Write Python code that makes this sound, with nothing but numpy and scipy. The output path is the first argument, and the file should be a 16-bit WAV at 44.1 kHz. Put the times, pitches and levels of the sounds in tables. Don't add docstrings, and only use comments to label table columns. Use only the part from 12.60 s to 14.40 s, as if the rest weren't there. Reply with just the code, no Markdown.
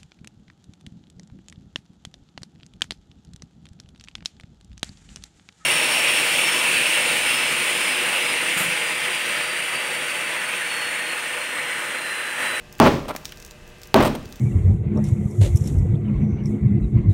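import sys
import numpy as np
from scipy import signal
from scipy.fft import rfft, irfft
from scipy.io import wavfile

SR = 44100
rng = np.random.default_rng(int(sys.argv[2]) if len(sys.argv) > 2 else 0)


def put_to_file(sound):
    columns = np.atleast_2d(sound).T
    safe = np.clip(columns, -1, 1)
    whole_steps = np.round(safe * 32767)
    wavfile.write(sys.argv[1], SR, whole_steps.astype(np.int16))


N = 79380

# frequency in Hz, relative spectral level in dB.
VENT_COLOUR = [(12, -36), (20, 11.5), (310, -9), (485, -8), (542, -17.5), (590, -10.5), (1480, -17.5),
               (1710, -12), (2140, -19), (2530, -14.5), (4180, -21.5), (6720, -24.5), (16000, -38.5)]
# pitch in Hz, rms level in dB.
HUM_TONES = [(120, -60), (148, -60), (200, -60.5), (360, -62), (479, -61), (599, -61.5), (1200, -66.5),
             (1572, -64), (1873, -73), (2040, -66), (2471, -68.5), (2622, -61.5), (2923, -69)]
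# frequency in Hz, seconds to fade by 60 dB.
ROOM_T60 = [(100, 0.68), (1000, 0.53), (4000, 0.52), (14000, 0.41)]
# start in seconds, level in dB, centre of the tick in Hz.
CRUMB_LANDINGS = [(0.126, -18.5, 7120), (0.184, -21, 6900), (0.192, -14.5, 2500), (0.5626, -6.5, 6460),
                  (0.5635, -9, 1680), (0.648, -20, 6000), (0.6544, -4.5, 5100), (0.661, -21, 6040),
                  (0.671, -30, 7000), (0.693, -19.5, 3760), (0.7222, -11.5, 2600), (0.773, -22, 5000),
                  (0.801, -21, 5440), (0.825, -19, 4660), (0.8493, -16, 7300), (0.863, -20.5, 8000),
                  (0.910, -17.5, 5500), (1.077, -27, 8000), (1.217, -22, 6000), (1.2334, -15, 5430),
                  (1.273, -20.5, 7500), (1.656, -21.5, 5000), (1.690, -30, 8000), (1.709, -32, 6000),
                  (1.725, -16.5, 5200), (1.758, -22.5, 6000), (1.797, -24.5, 6000)]
# frequency in Hz, relative spectral level in dB.
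TICK_COLOUR = [(200, -15), (1200, 6), (4500, -2), (5700, 2.5), (7500, -3), (11000, -7.5), (13000, -1),
               (16000, 4.5)]
# start and length in seconds, body and grit levels in dB.
GRINDS = [(0.255, 0.027, -11.5, -30), (0.271, 0.0018, -9, -25.5), (0.444, 0.014, -35.5, -48),
          (0.480, 0.015, -26.5, -33), (0.498, 0.015, -24, -38), (0.548, 0.0033, -26, -37),
          (1.36, .002, -10, -17), (1.401, 0.012, -13, -29.5), (1.423, 0.013, -16.5, -26),
          (1.444, 0.035, -20, -28.5), (1.5498, 0.0058, -25.5, -30.5)]
# frequency in Hz, relative spectral level in dB.
BODY_COLOUR = [(60, -26.5), (250, -2), (400, -4), (550, 1), (700, -3), (1000, -4), (1270, -5.5),
               (1550, -9.5), (3200, -17), (6000, -34.5), (16000, -63)]
# frequency in Hz, relative spectral level in dB.
GRIT_COLOUR = [(200, -34), (1500, 9), (3200, 8.5), (7000, -5), (9200, 0.5), (11000, -16), (13500, -1.5),
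               (16000, -11)]
# start in seconds, level in dB, crack trim in dB, ping level in dB,
# ring length as a factor, treble tilt in dB per octave.
HAMMER_BLOWS = [(0.2003, -3, 2.5, 14, 0.89, 1.74), (1.3431, -5.5, -9, 16, 0.98, 0.83)]
# pitch in Hz, nominal seconds to fade by 60 dB,
# relative level in dB at the first spot struck, then at the second.
PANEL_MODES = [(90.3, 0.73, -15, -20.5), (108.3, 0.35, -9, -8), (150.2, 0.68, -7.5, -9), (225, 0.54, -4, 0),
               (255, 0.53, -2, -2.5), (284.2, 0.62, -8, -20), (311.5, 0.52, -12, -13.5),
               (377.7, .42, 0, -7.5), (391, 0.34, -29, 2), (413, 0.42, -0.5, -3), (518, 0.33, -11, -12),
               (604.7, 0.25, -4.5, -6.5), (640, 0.28, 0, -3.5), (659, 0.33, -5.5, -2), (830, 0.36, -1, -11),
               (913, 0.31, -10, -4.5), (1052, 0.17, -4, -21), (1138, 0.28, -3.5, -4),
               (1343, 0.17, -27, -19), (1539, 0.32, -16.5, -20), (1840, 0.36, -14, -18.5)]
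# frequency in Hz, relative spectral level in dB.
BOOM_COLOUR = [(25, -1), (60, -1), (130, -0.5), (250, 4), (500, -1.5), (900, -2), (1400, -9.5),
               (2000, -14.5), (3200, -21.5), (6000, -31.5), (11000, -49), (16000, -44)]
# frequency in Hz, nominal seconds to fade by 60 dB.
BOOM_DECAY = [(40, 0.71), (150, 0.63), (400, 0.52), (1000, 0.35), (3000, 0.49), (12000, 0.55)]
# frequency in Hz, relative spectral level in dB.
CRACK_COLOUR = [(100, -34), (600, -7.5), (1200, 6.5), (2200, 9), (3400, -1), (6000, -13.5), (10000, -10.5),
                (16000, -14.5)]

VENT_DB, HUM_WAVER_RAD, ROOM_DB = -46, 0.25, -12.5
CRUMB_OCTAVES, CRUMB_RING_S, CRUMB_TAIL_GAIN, CRUMB_TAIL_S = 0.92, 0.0013, 0.12, 0.011
DUST_COUNT, DUST_DB, DUST_HZ, DUST_SPREAD_DB, DUST_SCATTER_S = 4, -37, 6860, 4.5, 0.035
GRAINS_PER_S, GRAIN_SPREAD_DB, CRUNCH_RISE_S, CRUNCH_FADE_S = 2500, 4, 0.002, 0.0037
BOOM_DB, BOOM_RISE_S, MODES_DB, CONTACT_S = -0.5, 0.00063, -6.5, 0.0004
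BASS_RISE_S, BASS_HZ, TREBLE_RISE_S, TREBLE_HZ = 0.046, 128, 0.018, 2230
CRACK_DB, PING_HZ, PING_S = 17.5, 3080, 0.00022
KNOCK_DB, KNOCK_HZ, KNOCK_S = 4.5, 818, 0.0036
SHATTER_DB, SHATTER_S = -6, 0.0023
LIMIT_DB, LIMIT_SLOPE, RECOVER_DB_PER_S, LIMIT_ATTACK_S = -4, 0.53, 96, 0.00021
LOW_CUT_HZ, HIGH_CUT_HZ = 24, 16100


def amp(db):
    return 10 ** (np.asarray(db) / 20)


def unit(x):
    return x / np.sqrt(np.mean(x ** 2) + 1e-20)


def curve(points, hz):
    f, value = np.transpose(points)
    return np.interp(np.log(hz + 1), np.log(f + 1), value)


def decay(t, t60):
    return np.exp(-np.log(1000) * t / t60)


def add(mix, start_s, sound):
    part = mix[round(start_s * SR):][:len(sound)]
    part += sound[:len(part)]


def pulse(colour, size=2048):
    log_gain = np.log(amp(curve(colour, abs(np.fft.fftfreq(size, 1 / SR)))))
    click = np.fft.ifft(np.exp(np.conj(signal.hilbert(log_gain)))).real
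    return click / np.linalg.norm(click)


def noise(gain_at, size):
    hz = np.fft.rfftfreq(size, 1 / SR)
    return unit(irfft(np.exp(2j * np.pi * rng.random(len(hz))) * gain_at(hz), size))


def bands(x, count=14):
    centres = np.geomspace(30, 16000, count)
    hz, spectrum = np.fft.rfftfreq(len(x), 1 / SR), rfft(x)
    for centre, weights in zip(centres, np.eye(count)):
        yield centre, irfft(spectrum * curve(np.c_[centres, weights], hz), len(x))


def machines():
    t = np.arange(N) / SR
    bed = amp(VENT_DB) * noise(lambda hz: amp(curve(VENT_COLOUR, hz)), N)
    for hz, db in HUM_TONES:
        waver = HUM_WAVER_RAD * noise(lambda f: 1 / (1 + (f / 5) ** 2), N)
        bed += amp(db) * np.sqrt(2) * np.sin(2 * np.pi * (hz * t + rng.random()) + waver)
    return bed


def room_reverb(send):
    t = np.arange(SR) / SR
    tail = sum(band * decay(t, curve(ROOM_T60, hz)) for hz, band in bands(rng.standard_normal(SR)))
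    return signal.fftconvolve(send, tail / np.linalg.norm(tail))[:N]


def crumb(level_db, centre_hz, size=2048):
    def colour(hz):
        octaves_off = np.log2((hz + 1) / centre_hz)
        return amp(curve(TICK_COLOUR, hz)) / (1 + (octaves_off / CRUMB_OCTAVES) ** 2)

    t = np.arange(size) / SR
    envelope = np.exp(-t / CRUMB_RING_S) + CRUMB_TAIL_GAIN * np.exp(-t / CRUMB_TAIL_S)
    tick = noise(colour, size) * envelope
    return amp(level_db) * tick / np.linalg.norm(tick)


def debris():
    out = np.zeros(N)
    for start_s, level_db, hz in CRUMB_LANDINGS:
        add(out, start_s, crumb(level_db, hz))
        for timing, size, pitch in rng.random((DUST_COUNT, 3)):
            speck_db = DUST_DB + DUST_SPREAD_DB * min(-np.log(size), 2)
            speck_s = max(start_s + DUST_SCATTER_S * (2 * timing - 1), 0)
            add(out, speck_s, crumb(speck_db, DUST_HZ * 2 ** (pitch - 0.5)))
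    return out


def crunch(length_s, body_db, grit_db):
    t = np.arange(SR // 8) / SR
    envelope = np.minimum(t / CRUNCH_RISE_S, 1) * np.exp(-np.maximum(t - length_s, 0) / CRUNCH_FADE_S)
    sizes = amp(GRAIN_SPREAD_DB * np.minimum(rng.exponential(1, len(t)), 3))
    polarity = rng.choice([-1, 1], len(t))
    triggers = rng.random(len(t)) < GRAINS_PER_S / SR
    fracture = amp(body_db) * pulse(BODY_COLOUR) + amp(grit_db) * pulse(GRIT_COLOUR)
    return signal.fftconvolve(envelope * unit(sizes * polarity * triggers), fracture)


def panel_boom(t, ring_scale, tilt_db):
    ring = noise(lambda hz: amp(curve(BOOM_COLOUR, hz) + tilt_db * np.log2(hz / 500 + 1)), len(t))
    boom = 0
    for hz, band in bands(ring):
        bass_lag = BASS_RISE_S / (1 + (hz / BASS_HZ) ** 2)
        treble_lag = TREBLE_RISE_S / (1 + (TREBLE_HZ / hz) ** 2)
        attack = 1 - np.exp(-t / (BOOM_RISE_S + bass_lag + treble_lag))
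        boom += band * attack * decay(t, ring_scale * curve(BOOM_DECAY, hz))
    return amp(BOOM_DB) * boom


def panel_tones(t, spot, ring_scale):
    tones = 0
    for hz, t60, *spot_db in PANEL_MODES:
        envelope = amp(spot_db[spot]) * decay(t, ring_scale * t60)
        tones += envelope * np.sin(2 * np.pi * (hz * t + rng.random()))
    return amp(MODES_DB) * tones * (1 - np.exp(-t / CONTACT_S))


def hammer_blow(spot, level_db, crack_db, ping_db, ring_scale, tilt_db):
    t = np.arange(SR) / SR
    body = panel_boom(t, ring_scale, tilt_db) + panel_tones(t, spot, ring_scale)
    ping = -amp(ping_db) * np.exp(-t / PING_S) * np.sin(2 * np.pi * PING_HZ * t)
    knock = amp(KNOCK_DB) * np.exp(-t / KNOCK_S) * np.sin(2 * np.pi * KNOCK_HZ * t)
    grit = noise(lambda hz: amp(curve(GRIT_COLOUR, hz)), SR)
    shatter = amp(SHATTER_DB) * np.exp(-t / SHATTER_S) * grit
    hit = body + ping + knock + shatter
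    add(hit, 0, amp(CRACK_DB + crack_db) * pulse(CRACK_COLOUR))
    return amp(level_db) * hit


def scene():
    bed, blows, rubble = machines(), np.zeros(N), np.zeros(N)
    for spot, (start_s, *settings) in enumerate(HAMMER_BLOWS):
        add(blows, start_s, hammer_blow(spot, *settings))
    for start_s, *settings in GRINDS:
        add(rubble, start_s, crunch(*settings))
    rubble += debris()
    return (bed + blows + rubble + amp(ROOM_DB) * room_reverb(rubble))[None]


def record(dry):
    dry = signal.sosfilt(signal.butter(2, LOW_CUT_HZ, "highpass", fs=SR, output="sos"), dry)
    level_db = 20 * np.log10(abs(dry[0]) + 1e-9)
    release_db = np.arange(N) / SR * RECOVER_DB_PER_S
    peak_db = np.maximum.accumulate(level_db + release_db) - release_db
    over_db = np.maximum(peak_db - LIMIT_DB, 0)
    attack_pole = np.exp(-1 / (LIMIT_ATTACK_S * SR))
    cut_db = signal.lfilter([1 - attack_pole], [1, -attack_pole], LIMIT_SLOPE * over_db)
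    limited = np.clip(dry * amp(-cut_db), -1, 1)
    high_cut = signal.firwin(301, HIGH_CUT_HZ, window=("kaiser", 8), fs=SR)
    return signal.oaconvolve(limited, high_cut[None], "same")


dry = scene()
out = record(dry)
put_to_file(out)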